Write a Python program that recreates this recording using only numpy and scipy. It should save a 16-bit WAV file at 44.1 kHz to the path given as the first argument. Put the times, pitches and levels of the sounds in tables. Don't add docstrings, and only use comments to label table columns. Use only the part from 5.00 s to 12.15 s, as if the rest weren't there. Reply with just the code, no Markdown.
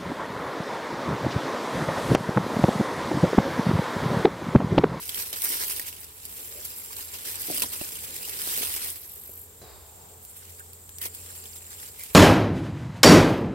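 import sys
import numpy as np
from scipy import signal
from scipy.fft import rfft, irfft, next_fast_len
from scipy.io import wavfile
from scipy.ndimage import uniform_filter1d, map_coordinates

SR = 44100
rng = np.random.default_rng(int(sys.argv[2]) if len(sys.argv) > 2 else 0)


def bounce(signal):
    frames = np.transpose(np.atleast_2d(signal))
    limited = np.clip(frames, -1, 1)
    pcm = np.round(limited * 32767).astype(np.int16)
    wavfile.write(sys.argv[1], SR, pcm)


N = 315292

# hz, likeness (1 = identical)
PLANTS_ALIKE = [(200, 0.98), (1000, 0.86), (3000, 0.23), (8000, 0.037), (15000, 0.078)]
# hz, likeness (1 = identical)
FIELD_ALIKE = [(80, 0.92), (400, 0.74), (1000, 0.079), (2500, 0.014)]
PORT_LAG = 0.000383
TOP_HZ = 15900


def amp(db):
    return 10 ** (np.asarray(db) / 20)


def unit(x):
    return x / np.sqrt(np.mean(x ** 2) + 1e-20)


def along(points, hz):
    f, v = np.transpose(points)
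    return np.interp(np.log(hz + 1), np.log(f + 1), v)


def curves(rows):
    s, *cols = np.transpose(rows)
    return [np.interp(np.arange(N) / SR, s, c) for c in cols]


def wobble(rate):
    knots = rng.standard_normal(int(N * rate / SR) + 4)
    return map_coordinates(knots, [np.arange(N) * rate / SR])


def white():
    return rng.standard_normal((2, N))


def filtered(x, response):
    m = next_fast_len(N + SR // 4)
    return irfft(rfft(x, m) * response(np.fft.rfftfreq(m, 1 / SR)), m)[..., :N]


def placed(pair, spectrum, alike, lag=0):
    def ear(hz, sign):
        turn = np.arccos(np.clip(along(alike, hz), -1, 1)) / 2
        delay = np.exp(-1j * np.pi * hz * lag * sign)
        return amp(along(spectrum, hz)) * delay * [np.cos(turn), sign * np.sin(turn)]

    sides = [filtered(pair, lambda hz: ear(hz, sign)).sum(0) for sign in (1, -1)]
    return unit(np.array(sides))


def beside(x, lag):
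    return filtered(x, lambda hz: np.exp(-1j * np.pi * hz * lag * np.array([[1], [-1]])))


def fade(start, t60):
    t = np.arange(N) / SR - start
    return (t >= 0) * amp(-60 * np.clip(t / max(t60, .002), 0, 3))


def swell(start, length, attack, release):
    t = np.arange(N) / SR - start
    return np.clip(t / attack, 0, 1) * np.exp(-np.clip((t - length) / release, 0, 20))


def fuzzy(hz, width_hz):
    phase = 2 * np.pi * np.cumsum(hz * np.ones(N)) / SR
    return unit(wobble(width_hz) * np.sin(phase) + wobble(width_hz) * np.cos(phase))


def field():
    # hz, level_db (per Hz)
    rumble_colour = [(20, -44), (32, -21), (45, -9), (65, 0), (90, -2), (130, -11.5), (250, -32)]
    # time_s, level_db
    rumble_level = [(0, -58), (4.5, -58), (6.2, -60.5), (7.15, -56.5)]
    # hz, likeness (1 = identical)
    rumble_alike = [(30, 1), (90, 0.77)]
    # centre_s, level_db, half_length_s
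    gust_times = [(1.452, -56.5, 0.15), (3.2, -56.5, 0.64), (5.15, -64, 0.27), (6.287, -62, 0.26)]
    # hz, level_db (per Hz)
    tree_colour = [(71, -36), (120, -9), (156, -1), (183, -3.5), (324, -9), (427, 2.5), (665, -13.5),
                   (821, -7.5), (875, -19.5), (1500, -32), (1950, -44), (3300, -120)]
    # time_s, level_db
    engine_level = [(0, -64), (3.8, -60), (5.2, -61), (5.5, -53.5), (6.4, -54), (6.9, -59), (7.15, -74)]
    # hz, level_db (per Hz)
    hiss_colour = [(530, -11), (900, -7), (2830, -19.5), (3380, -13.5), (5280, -18.5), (8250, -5.5),
                   (9530, -15), (12300, -4.5), (16000, -8)]
    breeze_db = -61

    t = np.arange(N) / SR
    rumble_db = curves(rumble_level)[0] + 0.68 * wobble(6.6)
    rumble = amp(rumble_db) * placed(white(), rumble_colour, rumble_alike)
    gusts = sum(amp(db) * np.exp(-((t - s) / half) ** 2) for s, db, half in gust_times)
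    wind = np.hypot(amp(breeze_db), gusts) * amp(1.1 * wobble(8.4))
    trees = wind * placed(white(), tree_colour, FIELD_ALIKE)
    engine_hz = 86 + 1.245 * wobble(5)
    engine = unit(np.sin(2 * np.pi * np.cumsum(engine_hz) / SR))
    hum = amp(curves(engine_level)[0] + wobble(8.5)) * engine
    hiss = amp(-50.5) * placed(white(), hiss_colour, FIELD_ALIKE)
    return rumble + trees + hum + hiss


def chirps(strokes, top_hz, sag_hz, width):
    u = (strokes + .5) % 1 - .5
    hz = top_hz - sag_hz * (2 * u) ** 2 + 30 * wobble(300) + 15 * wobble(21)
    force = np.exp(-(u / width) ** 2) * amp(1.3 * wobble(25))
    return unit(force * np.sin(2 * np.pi * np.cumsum(hz) / SR))


def insects():
    # start_s, length_s, level_db
    bout_times = [(1.05, 1.1, -52), (2.4, .95, -50.5), (4.0, 1.1, -62), (5.9, .97, -52.5)]
    # time_s, strokes_per_s
    stroke_rate = [(1.2, 25.2), (2.6, 25), (3.9, 24.81), (5.6, 24.92)]
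    # hz, level_db (per Hz)
    chorus_colour = [(6300, -36), (7200, 5), (8100, -4), (8600, 6.5), (9300, -31), (11000, -42)]
    # time_s, level_db
    chorus_level = [(0, -63), (4.5, -60.5), (5.4, -55), (6.5, -51.5), (7.15, -55)]
    quiet_db, attack_s, release_s = -65, .4, .08

    t = np.arange(N) / SR
    strokes = np.cumsum(curves(stroke_rate)[0]) / SR - .57
    trill = chirps(strokes, top_hz=7480, sag_hz=1050, width=.26)
    bouts = sum(amp(db) * swell(s, length, attack_s, release_s) for s, length, db in bout_times)
    near = np.hypot(amp(quiet_db), bouts) * trill * amp([[1.5], [-1.5]])
    second = amp(-9) * chirps(23.5 * t + .2 * wobble(2), top_hz=8100, sag_hz=800, width=.22)
    chorus = amp(3.2 * wobble(50)) * placed(white(), chorus_colour, FIELD_ALIKE)
    return near + amp(curves(chorus_level)[0]) * (chorus + second)


def katydid():
    # start_s, length_s, level_db, starting_pitch_hz
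    call_times = [(1.185, 0.68, -48, 13500), (3.747, 0.685, -47, 12580)]
    # hz, level_db (per Hz)
    wing_colour = [(6000, -28), (8500, -5), (10500, -4), (12200, 0), (13400, -3), (14400, -1.5),
                   (16000, -6)]
    attack_s, release_s, sag_hz_per_s = 0.14, .025, 1000

    t = np.arange(N) / SR
    beat_turns = 50 * t + .15 * wobble(5)
    beats = unit(amp(4.3 * np.cos(2 * np.pi * beat_turns)))
    rasp = placed(white(), wing_colour, [(12000, .3)], PORT_LAG)
    calls = 0
    for s, length, db, hz in call_times:
        tone = beside(fuzzy(hz - sag_hz_per_s * (t - s), width_hz=1150), lag=.00041)
        loudness = amp(db) * swell(s, length, attack_s, release_s)
        calls = calls + loudness * (.92 * tone + 1.15 * rasp)
    return beats * calls


def bang():
    # start_s, level_db
    bang_time = [(4.616, -33)]
    # hz, level_db (per Hz)
    blast_colour = [(47, -38), (80, -2), (285, -14), (411, 5), (523, -14), (755, -6), (875, -25),
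                    (1830, -33), (1970, -41), (3880, -38), (6500, -25), (8450, -57), (14300, -120)]
    scatter_colour = [(30, -10), (70, 21), (150, -8), (750, 5.5), (1600, -2), (3100, -10.0),
                      (4800, -1.5), (7000, -27), (12000, -35)]
    roll_colour = [(250, -29), (450, -6), (850, 1.5), (1200, -11), (1800, -16.5)]  # hz, level_db (per Hz)

    s, db = bang_time[0]
    t = np.maximum(np.arange(N) / SR - s, 0)

    def echo(delay, spread):
        return (t > 0) * np.exp(-((t - delay) / spread) ** 2)

    blast_shape = fade(s, .09) + 0.57 * echo(0.024, 0.0084) + 0.27 * fade(s, 0.92)
    blast = blast_shape * placed(white(), blast_colour, [(500, 1.0), (4000, 0.47)])
    scatter = echo(0.074, 0.16) * placed(white(), scatter_colour, [(500, 0.53), (4000, 0.45)])
    roll = echo(.41, 0.22) * placed(white(), roll_colour, FIELD_ALIKE)
    whistle_hz = 3670 + 430 * np.exp(-t / .06)
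    whistle = amp(-26) * fade(s, 1.1) * fuzzy(whistle_hz, width_hz=230)
    return amp(db) * (amp(-9.0) * blast + amp(-17.5) * scatter + amp(-21.5) * roll + whistle)


def thuds():
    # start_s, level_db, t60_s
    knocks = [(0.33, -37.5, 0.092), (2.484, -31, 0.1), (2.501, -22, 0.045), (2.51, -36.5, 0.6),
              (2.62, -42, 0.059), (2.641, -32.5, 0.07), (2.8135, -23.5, 0.03), (4.292, -38, 0.062)]
    # hz, level_db (per Hz)
    soil_colour = [(40, -20), (70, 2.5), (130, -2.5), (320, 6), (520, 0), (720, 4), (920, -37), (2000, -27),
                   (4000, -70)]
    blows = sum(amp(db) * fade(s, t60) for s, db, t60 in knocks)
    return amp(-6.5) * blows * placed(white(), soil_colour, [(300, 0.93)], PORT_LAG)


def creaks():
    # centre_s, level_db, pitch_hz, half_length_s
    rub_times = [(0.527, -41, 5350, 0.08), (1.575, -51.5, 516, 0.05), (1.91, -46, 1050, 0.0082),
                 (1.992, -48, 985, 0.013), (2.641, -33, 1061, 0.0057), (2.962, -47, 3000, 0.014),
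                 (3.242, -46, 2800, 0.022), (5.605, -47, 1550, 0.015), (6.042, -47, 2005, 0.034),
                 (7.016, -49, 2154, 0.026)]
    t = np.arange(N) / SR
    rubs = 0
    for s, db, hz, half in rub_times:
        shape = np.exp(-((t - s) / half) ** 2)
        rubs = rubs + amp(db) * shape * fuzzy(hz, width_hz=280 + .14 * hz)
    return beside(rubs, PORT_LAG)


def drag_db():
    # time_s, level_db
    pulling = [(0, -36), (0.32, -37.5), (0.47, -29), (0.62, -29.5), (0.79, -33), (0.83, -40), (1.12, -48.5),
               (1.33, -42.5), (2.2, -39.5), (2.58, -29.5), (2.68, -35.5), (3.13, -37), (3.36, -34.5),
               (3.57, -27.5), (3.9, -34), (3.99, -46.5), (4.55, -57.5)]
    # time_s, level_db
    brushing = [(5.15, -60.5), (5.42, -49.5), (5.85, -59), (6.15, -46), (6.36, -43), (6.6, -50.5),
                (6.83, -41), (6.93, -48), (7.15, -44.5)]
    return curves(np.vstack([pulling, brushing]))[0]


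def crackle(per_s, centre_hz, cycles, spread_db):
    count = int(per_s * N / SR)
    when, pitch, size, life = rng.random((count, 4)).T[:, :, None]
    hz = np.minimum(centre_hz * 4 ** (pitch - .5), TOP_HZ)
    k = np.arange(128)
    turns = hz * k / SR
    size = amp(-spread_db * np.log(np.maximum(size, np.exp(-5))))
    clicks = size * np.sin(2 * np.pi * turns) * np.exp(-turns / (cycles * (.5 + life)))
    places = (when * N).astype(int) + k
    return unit(np.bincount(places.ravel(), clicks.ravel(), N)[:N])


def patchy(pair, depth_db):
    z = signal.stft(pair, nperseg=256)[2]
    patches = rng.standard_normal(z.shape[1:])
    patches = uniform_filter1d(patches, size=4, axis=0)
    patches = uniform_filter1d(patches, size=8, axis=1)
    return signal.istft(z * amp(depth_db * unit(patches)), nperseg=256)[1][:, :N]


def split(x, edge_hz):
    def low(hz):
        return 1 / (1 + (hz / edge_hz) ** 12)

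    return unit(filtered(x, low)), unit(filtered(x, lambda hz: 1 - low(hz)))


def leaf_texture(grain_db):
    # hz, level_db (per Hz)
    foliage_colour = [(100, -21.5), (230, -11), (420, -7.5), (680, -14.5), (1000, -4), (1500, -9.5),
                      (2700, -5.5), (3700, -5), (5300, -4.5), (7000, -7.5), (8700, 0), (9600, -2.5),
                      (13000, 1), (16000, -4)]
    clicks = []
    for _ in range(2):
        fine = crackle(per_s=2200, centre_hz=10600, cycles=0.56, spread_db=3.0)
        middle = crackle(per_s=600, centre_hz=2790, cycles=2.1, spread_db=1.5)
        coarse = crackle(per_s=120, centre_hz=745, cycles=0.55, spread_db=2)
        clicks.append(fine + .5 * middle + 0.23 * coarse)
    leaves = patchy(white() + amp(grain_db) * np.array(clicks), depth_db=2.0)
    return split(placed(leaves, foliage_colour, PLANTS_ALIKE, PORT_LAG), edge_hz=7780)


def twigs():
    per_s, spread_db = 8, 3
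    when, size, wood, pitch = rng.random((int(per_s * N / SR), 4)).T
    level_db = drag_db()[(when * N).astype(int)] + spread_db * (2 * size - 1)
    crack_db = level_db + 9
    woody_db = level_db - 5.5 + spread_db * (2 * wood - 1)
    pitch_hz = 3600 * 2 ** (pitch - .5)
    return np.column_stack([when * N / SR, crack_db, woody_db, pitch_hz])


def snaps():
    # start_s, crack_db, woody_db, stem_pitch_hz
    stems = [(0.0927, -19, -27, 3350), (0.1455, -17.5, -31, 3160), (0.3292, -18, -35, 3040),
             (0.4199, -12.5, -35, 5800), (0.6364, -18, -30, 4190), (0.6998, -18, -36, 4630),
             (0.7966, -16, -29, 1900), (1.2535, -22, -49, 4650), (1.9669, -23, -38, 4150),
             (2.598, -19, -32, 4470), (2.6205, -11, -24.5, 2650), (2.8124, -25, -35, 2720),
             (2.8384, -26, -39, 2460), (3.1642, -21, -36, 5280), (3.9589, -26, -46, 4680),
             (5.2505, -27.5, -60, 2860), (5.5962, -29, -54, 1560), (5.7329, -31, -52, 4550),
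             (5.8925, -29, -53, 5970), (5.9848, -23.5, -41, 5970), (6.0157, -20, -37, 4660),
             (6.1489, -23, -46, 5290), (6.4562, -33, -40, 3560), (6.5324, -33, -43, 4580),
             (7.0359, -23, -48, 2170)]
    sharp_colour = [(800, -22), (2500, -9), (7000, -6), (12000, 0)]  # hz, level_db (per Hz)

    t = np.arange(N) / SR
    crack, dry_tear, woody_tear, ring = np.zeros((4, N))
    for s, db, woody_db, hz in np.vstack([stems, twigs()]):
        tear = fade(s, 0.045)
        crack += amp(db) * fade(s, .0055)
        dry_tear += amp(db) * tear
        woody_tear += amp(woody_db) * tear
        ring += amp(woody_db + 3) * fade(s, .017) * np.sin(2 * np.pi * hz * (t - s))
    stalks, crisp = leaf_texture(grain_db=-12.0)
    sharp = amp(-1.5) * placed(white(), sharp_colour, PLANTS_ALIKE, PORT_LAG)
    fibres = amp(-10.0) * dry_tear * crisp + amp(-6) * woody_tear * stalks
    return crack * sharp + fibres + beside(ring, PORT_LAG)


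def slips(per_s, life):
    kicks = (rng.random(N) < per_s / SR) * (0.15 + rng.random(N))
    return unit(signal.lfilter([1], [1, -np.exp(-1 / (life * SR))], kicks))


def rustle():
    # start_s, leaf_tips_db, length_s, stalks_db
    tufts = [(0.147, -31, 0.084, -38), (0.322, -42, 0.019, -37), (0.43, -28.5, .02, -40),
             (0.596, -28.5, 0.041, -34), (0.698, -30, 0.029, -38), (0.857, -35.5, 0.038, -42),
             (0.996, -41, 0.013, -60), (1.64, -34.5, 0.018, -46.5), (1.759, -38, 0.026, -52),
             (1.96, -38, 0.065, -45), (2.13, -41, .035, -42), (2.243, -33.5, 0.066, -40),
             (2.616, -24, .006, -28), (2.718, -33.5, .02, -37.5), (3.033, -35, 0.011, -40.5),
             (3.867, -33, 0.042, -42), (5.223, -50, .02, -73), (5.29, -44, 0.014, -66),
             (5.358, -43, 0.018, -57), (5.489, -46, 0.013, -54), (6.008, -31.5, 0.056, -40),
             (6.55, -39, 0.013, -48), (6.7, -43.5, 0.011, -49), (6.985, -40.5, 0.073, -49.5)]
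    attack_s, release_s = 0.0084, 0.016

    tips_power = amp(drag_db()) ** 2
    stalk_power = tips_power * amp(-7) ** 2
    for s, tips_db, length, stalk_db in tufts:
        sweep = swell(s, length, attack_s, release_s)
        tips_power = tips_power + (amp(tips_db) * sweep) ** 2
        stalk_power = stalk_power + (amp(stalk_db) * sweep) ** 2
    stalks, crisp = leaf_texture(grain_db=-1.5)
    clumps = unit(2.8 + slips(per_s=150, life=0.0063))
    stalk_rustle = np.sqrt(stalk_power) * amp(1.0 * wobble(45)) * stalks
    tip_rustle = np.sqrt(tips_power) * amp(0.84 * wobble(55)) * crisp
    return clumps * (stalk_rustle + tip_rustle)


def scene():
    surroundings = field() + insects() + katydid() + bang()
    plants = thuds() + creaks() + snaps() + rustle()
    return surroundings + plants * amp([[-.6], [.6]])


def record(dry):
    return filtered(dry, lambda hz: hz < TOP_HZ)


dry = scene()
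out = record(dry)
bounce(out)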